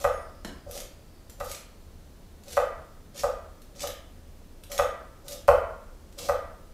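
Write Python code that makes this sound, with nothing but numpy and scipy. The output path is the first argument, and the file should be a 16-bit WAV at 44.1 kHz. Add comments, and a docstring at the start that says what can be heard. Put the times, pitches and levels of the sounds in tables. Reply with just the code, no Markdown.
"""A small, live room with low rumble and a faint hiss. A chef's knife dices carrot on a thick wooden board.
Each stroke: bursting cells crunch as the blade sinks in, fibres snap, the last skin gives way. The edge then
knocks on the board, which rings and shakes the table. Once the blade rings thinly by itself; twice it taps the
carrot."""
import sys
import numpy as np
from scipy import signal
from scipy.fft import rfft, irfft
from scipy.io import wavfile
from scipy.ndimage import uniform_filter1d

SR = 44100
rng = np.random.default_rng(int(sys.argv[2]) if len(sys.argv) > 2 else 0)


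def generate_wav(sig):
    """Save sig (samples, or channels by samples) to the path in sys.argv[1] as 16-bit PCM at SR."""
    pcm = np.round(np.clip(np.atleast_2d(sig).T, -1, 1) * 32767).astype(np.int16)
    wavfile.write(sys.argv[1], SR, pcm)


N = 296916
IR_LEN = 2 ** 16
TIME_S = np.arange(N) / SR
AGE_S, FREQ_HZ = np.arange(IR_LEN) / SR, np.fft.rfftfreq(IR_LEN, 1 / SR)

# Spectra of rumble, tap, fibre snap and cell crunch. Each row: frequency in Hz, relative density in dB.
RUMBLE_SPECTRUM = [(12, -20), (20, -1), (38, -4.5), (52, -11.5), (78, -6), (105, -18), (240, -19.5),
                   (420, -24.5), (540, -25), (820, -32.5), (1200, -35), (2200, -41), (5000, -42.5),
                   (15500, -48)]
TAP_SPECTRUM = [(80, -37), (170, 10), (300, 9.5), (600, 3), (1200, -1.5), (2000, -5), (3300, -3.5),
                (6000, -11), (12000, -15.5), (16000, -39)]
SNAP_SPECTRUM = [(500, -19.5), (1500, -1.5), (3500, 1), (7000, 1), (9500, 0.5), (13500, 5), (16000, -17)]
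CRUNCH_SPECTRUM = [(400, 3), (1200, -8.5), (2500, -0.5), (4000, 2.5), (6000, 5.5), (8500, 0), (13000, -1),
                   (16000, -12.5)]
# Room decay. Each row: frequency in Hz, T60 in seconds.
ROOM_DECAY = [(150, 0.59), (550, 0.49), (1300, 0.69), (2500, 0.6), (5000, 0.37), (9000, 0.32),
              (15000, 0.27)]
# Echoes off the nearest surfaces. Each row: delay in seconds, relative level in dB.
NEAR_ECHOES = [(.0067, 7.5), (.0192, 1), (0.0311, 3)]
# Modes of blade and table. Each row: frequency in Hz, relative level in dB, T60 in seconds.
BLADE_MODES = [(6557, 9, 0.15), (9130, 13, 0.28), (10900, 7, 0.22), (12915, -4, .35)]
TABLE_MODES = [(38.5, 2, 0.65), (64.4, -0.5, 1), (79.3, 2.5, 0.58), (125.4, -16, 0.26),
               (181.5, -15.5, 0.27)]
# Board modes. Each row: frequency in Hz, relative level in dB, T60 in seconds,
# change under a flat edge in dB.
BOARD_MODES = [(450.4, -23.5, 0.85, 9), (485.4, -7, 0.33, 2), (516, -9, 0.13, 1.5), (570.7, -3, 0.14, 4.5),
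               (609.4, -19, 0.13, 4), (628, -16, 0.2, 6.5), (692, -16.5, 0.088, 5.5),
               (739, -13, 0.11, -0.5), (798, -16, 0.13, 0.5), (834, -19, 0.098, 5), (906, -23, 0.055, 8),
               (1060, -21.5, 0.056, 15), (1135, -21, 0.034, 4.5), (1218, -12, 0.036, -11),
               (1338.5, -14, 0.077, -32), (1330, -24, 0.052, 7.5), (1407, -28, 0.022, 13),
               (1500, -20.5, 0.051, 0), (1733, -31, 0.063, -25), (1760, -64, 0.031, 5),
               (1942, -20, 0.073, -12), (2070, -33, 0.026, -2), (2570, -31.5, 0.019, 7),
               (3020, -39, 0.011, 12.5)]
# Thick fibres breaking, and at 1.2966 s a light, bright tap of the blade on the carrot. Each row: start in
# seconds, relative level in dB, top-octave gain in dB.
FIBRE_SNAPS = [(0.0274, -21, -4), (0.7106, -15.5, 1), (0.776, -9.5, -10), (0.8019, -9.5, -7),
               (1.2966, -17.5, -4.5), (1.4438, -24, 7), (1.5144, -5, -7), (1.5464, -10, -15),
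               (2.4355, -24, -8), (2.481, -17.5, -5), (2.5297, -9, -12), (3.1771, -12, -10),
               (3.618, -23.5, -6), (3.8046, -6, -21), (3.8719, -5.5, -6), (4.636, -16, -10),
               (4.7165, -6.5, -5.5), (4.778, -1, -7), (5.2813, -9, -2), (6.125, -24, -12), (6.187, -9, -8)]
# Blade passes through the carrot. Each row: start, build-up and hold in seconds,
# relative crunch level in dB, top-octave gain in dB, relative push on the board in dB.
CUTS = [(0.0, 0.0019, 0.031, -40.5, -2, -30), (0.675, 0.074, 0.04, -40.5, -1, -36),
        (1.379, .11, 0.03, -40, -1.5, -40), (2.448, 0.074, 0.013, -39, -3, -40),
        (3.145, 0.049, 0.013, -33, -6, -39.5), (3.753, 0.07, 0.013, -33, -8, -41),
        (4.693, 0.036, 0.035, -36, -2, -32), (5.245, 0.071, 0.021, -37, -1.5, -36.5),
        (6.171, 0.014, 0.086, -39, -5.5, -35)]
# Edge landings on the board. Each row: start in seconds, relative blow level in dB, contact in seconds,
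# flatness of the edge from 0 to 1, relative weight on the table in dB.
BLOWS = [(0.0438, -0.5, 0.00036, 0.08, -1), (0.664, -21, 0.0017, 1, -12),
         (1.4042, -13.5, 0.00031, 0.01, -7.5), (2.5700, 0, 0.00033, 0.15, -10),
         (3.2353, -2.5, 0.00065, 0.12, -5.5), (3.8342, -12, 0.00083, 0, -12),
         (4.7906, -1, 0.00017, 0.07, -1.5), (5.4823, 6, 0.00043, 0.49, 6),
         (6.2894, -2, 0.00044, 0.11, -3.5)]


def undb(db):
    return 10 ** (np.asarray(db) / 20)


def unit_energy(x):
    return x / np.sqrt(np.sum(x ** 2))


def add(track, start_s, x):
    i = max(int(start_s * SR), 0)
    track[i:i + len(x)] += x[:max(N - i, 0)]


def convolve(x, response):
    return signal.fftconvolve(x, response)[:len(x)]


def butter(x, hz, kind, order):
    return signal.sosfilt(signal.butter(order, hz, kind, fs=SR, output="sos"), x)


def interp_log_hz(points, hz):
    point_hz, value = np.transpose(points)
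    return np.interp(np.log(np.maximum(hz, 1)), np.log(point_hz), value)


def minimum_phase(gain):
    cepstrum = irfft(np.log(gain))
    cepstrum[1:IR_LEN // 2] *= 2
    cepstrum[IR_LEN // 2 + 1:] = 0
    return irfft(np.exp(rfft(cepstrum)))


def colour(x, spectrum):
    """Apply a spectrum; white input keeps its power."""
    gain = undb(interp_log_hz(spectrum, FREQ_HZ))
    return convolve(x, unit_energy(minimum_phase(gain)))


def top_octave(x, gain_db):
    return butter(x, 8300, "lowpass", order=3) + undb(gain_db) * butter(x, 8300, "highpass", order=3)


def flatten(response, width_hz):
    """Level the spectrum, averaged over width_hz."""
    power = uniform_filter1d(np.abs(rfft(response)) ** 2, int(width_hz / FREQ_HZ[1]) + 1)
    return convolve(response, minimum_phase(power ** -.5))


def slow_noise(cutoff_hz):
    """Low-passed noise, RMS 1."""
    return unit_energy(butter(rng.standard_normal(N), cutoff_hz, "lowpass", order=2)) * np.sqrt(N)


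def ring(modes):
    """Damped modes of alternating sign; dB sets each resonance peak."""
    t, out, sign = AGE_S[:IR_LEN // 2], 0, 1
    for hz, db, t60_s in modes:
        damping, sign = np.log(1000) / t60_s, -sign
        amplitude = sign * undb(db) * 2 * damping / SR
        out = out + amplitude * np.exp(-damping * t) * np.cos(2 * np.pi * hz * t)
    return out


def hiss(start_hz, sink_hz_per_s, width_hz, start_db, fade_db_per_s):
    """A narrow noise band sinks in pitch and fades."""
    hz = start_hz - sink_hz_per_s * TIME_S
    carrier = np.sqrt(2) * np.sin(2 * np.pi * np.cumsum(hz) / SR)
    return slow_noise(width_hz) * carrier * undb(start_db - fade_db_per_s * TIME_S)


def rumble(level_db):
    """Steady low room noise."""
    return undb(level_db) * colour(rng.standard_normal(N), RUMBLE_SPECTRUM)


def room(echo_db, tail_db, build_s, flatten_hz):
    """Room response: direct path, near echoes, a dense tail whose treble dies first."""
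    noise, tail = rfft(rng.standard_normal(IR_LEN)), 0
    edges_hz = np.r_[0, np.geomspace(200, SR / 2, 14)]
    for lo, hi in zip(edges_hz, edges_hz[1:]):
        band = irfft(noise * ((FREQ_HZ >= lo) & (FREQ_HZ < hi)))
        t60_s = interp_log_hz(ROOM_DECAY, (lo + hi) / 2)
        tail = tail + band * np.exp(-np.log(1000) * AGE_S / t60_s)
    tail *= 1 - np.exp(-AGE_S / build_s)
    response = undb(tail_db) * unit_energy(flatten(tail, width_hz=45.5))
    response[0] += 1
    for delay_s, db in NEAR_ECHOES:
        response[int(delay_s * SR)] += undb(db + echo_db)
    return flatten(response, flatten_hz)


def room_per_cut(x):
    """The knife moves along the carrot, so each cut gets its own room response."""
    out = np.zeros(N)
    bounds = [0] + [int(row[0] * SR) for row in CUTS[1:]] + [N]
    for i, j in zip(bounds, bounds[1:]):
        response = room(echo_db=-18, tail_db=3.0, build_s=0.00081, flatten_hz=1170)
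        add(out, i / SR, signal.fftconvolve(x[i:j], response))
    return out


def blade_ring(start_s, gain_db):
    """The blade rings as it comes free."""
    out = np.zeros(N)
    add(out, start_s, undb(gain_db) * unit_energy(ring(BLADE_MODES)))
    return out


def splinter(swell_s):
    """A few ms of tiny cracks swell and die."""
    t = AGE_S[:IR_LEN // 32]
    grains = rng.standard_normal(len(t))
    return unit_energy(grains * np.abs(grains) * t * np.exp(-t / swell_s))


def blade_tap(start_s, click_db, bump_db, bump_s, bump_hz):
    """The blade is set against the carrot: a click and a dull bump."""
    out = np.zeros(N)
    add(out, start_s, undb(click_db) * splinter(swell_s=0.0019))
    out = colour(out, TAP_SPECTRUM)
    bump = butter(rng.standard_normal(IR_LEN), [bump_hz / 1.7, bump_hz * 1.4], "bandpass", order=3)
    add(out, start_s, undb(bump_db) * unit_energy(bump * AGE_S * np.exp(-AGE_S / bump_s)))
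    return out


def snap(click_db, click_s, swell_s, top_db):
    """One fibre splinters and gives way with a click."""
    burst = splinter(swell_s)
    burst[int(click_s * SR)] += undb(click_db)
    return top_octave(unit_energy(burst), top_db)


def fibre_snaps(firm_blow_db, skin_lead_s):
    """Thick fibres snap, and once the blade taps the carrot lightly. The last skin snaps just before each firm
    blow, louder for a harder one."""
    out = np.zeros(N)
    for start_s, db, top_db in FIBRE_SNAPS:
        add(out, start_s, undb(db) * snap(click_db=-5.5, click_s=0.001324, swell_s=0.0014, top_db=top_db))
    for start_s, blow_db, *_ in BLOWS:
        if blow_db > firm_blow_db:
            skin = snap(click_db=-11, click_s=0.0013, swell_s=0.0023, top_db=-5.5)
            add(out, start_s - skin_lead_s, undb(-8 + 0.45 * blow_db) * skin)
    return colour(out, SNAP_SPECTRUM)


def cell_crunch(cells_per_s, spread_db, first_touch_db, release_s, jerk_hz, jerk_db):
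    """Cells burst as dense clicks that build, hold and stop per cut. Returns crunch and push on the board."""
    envelope, top_db, push = np.zeros((3, N))
    sizes = rng.choice([-1, 1], N) * undb(spread_db * np.minimum(rng.exponential(size=N), 3))
    jerks = np.tanh(slow_noise(jerk_hz))  # the blade advances unevenly
    bursts = rng.random(N) < cells_per_s / SR
    cells = unit_energy(bursts * sizes * undb(jerk_db * jerks)) * np.sqrt(N)
    for start_s, build_s, hold_s, crunch_db, cut_top_db, push_db in CUTS:
        full_s = start_s + build_s
        end_s = full_s + hold_s
        outside_s = np.maximum(start_s - TIME_S, 0) + np.maximum(TIME_S - end_s, 0)
        contact = np.exp(-np.minimum(outside_s / release_s, 20))
        bite_db = np.interp(TIME_S, [start_s, full_s], [first_touch_db, 0])
        envelope += contact * undb(crunch_db + bite_db)
        push += contact * undb(push_db)
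        top_db[TIME_S >= start_s] = cut_top_db
    return colour(top_octave(envelope * cells, top_db), CRUNCH_SPECTRUM), push * cells


def table_thuds(gain_db):
    """Each blow shakes the table's low modes."""
    out, response = np.zeros(N), ring(TABLE_MODES)
    for start_s, *_, weight_db in BLOWS:
        add(out, start_s, undb(weight_db + gain_db) * response)
    return butter(out, 220, "lowpass", order=4)


def board(flatness):
    """Board response; too small to radiate much below its first modes."""
    modes = ring([(hz, db + flatness * flat_db, t60_s) for hz, db, t60_s, flat_db in BOARD_MODES])
    gain = np.abs(rfft(butter(modes, 360, "highpass", order=6), IR_LEN))
    return -minimum_phase(gain + 1e-5)[:IR_LEN // 2]


def board_knocks(gain_db):
    """Each blow drives the board with a short, round pulse; softer contact lasts longer."""
    out = np.zeros(N)
    for start_s, blow_db, contact_s, flatness, _ in BLOWS:
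        pulse = np.sin(np.pi * AGE_S[AGE_S < contact_s] / contact_s) ** 2
        add(out, start_s, undb(blow_db + gain_db) * convolve(board(flatness), pulse / pulse.sum()))
    return out


def scene():
    crunch, push = cell_crunch(cells_per_s=5500, spread_db=3.0, first_touch_db=-16.5,
                               release_s=0.0023, jerk_hz=120, jerk_db=5.5)
    carrot = undb(-2.5) * crunch + fibre_snaps(firm_blow_db=-17, skin_lead_s=0.0045)
    blade = blade_tap(start_s=0.4465, click_db=-5.5, bump_db=-14.5, bump_s=0.02, bump_hz=269)
    blade += blade_ring(start_s=0.13, gain_db=-21.5)
    slow_push = butter(push, 560, "lowpass", order=2)  # soft carrot passes only the lows to the board
    wood = board_knocks(gain_db=44.0) + undb(26.5) * convolve(slow_push, board(flatness=0))
    # The board beams past the listener, so its echoes outweigh the direct path.
    mono = convolve(wood, room(echo_db=-1.5, tail_db=7.5, build_s=0.0013, flatten_hz=24.54))
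    mono += table_thuds(gain_db=29) + room_per_cut(carrot + blade)
    mono += hiss(start_hz=5230, sink_hz_per_s=520, width_hz=250, start_db=-68, fade_db_per_s=5)
    mono += rumble(level_db=-47.6)
    side = undb(-75.5) * rng.standard_normal(N) + rumble(level_db=-76)
    return np.array([mono + side, mono - side])


def record(dry):
    """Steep low-pass at 15550 Hz."""
    return signal.sosfilt(signal.ellip(10, .2, 70, 15550, fs=SR, output="sos"), dry)


dry = scene()
out = record(dry)
generate_wav(out)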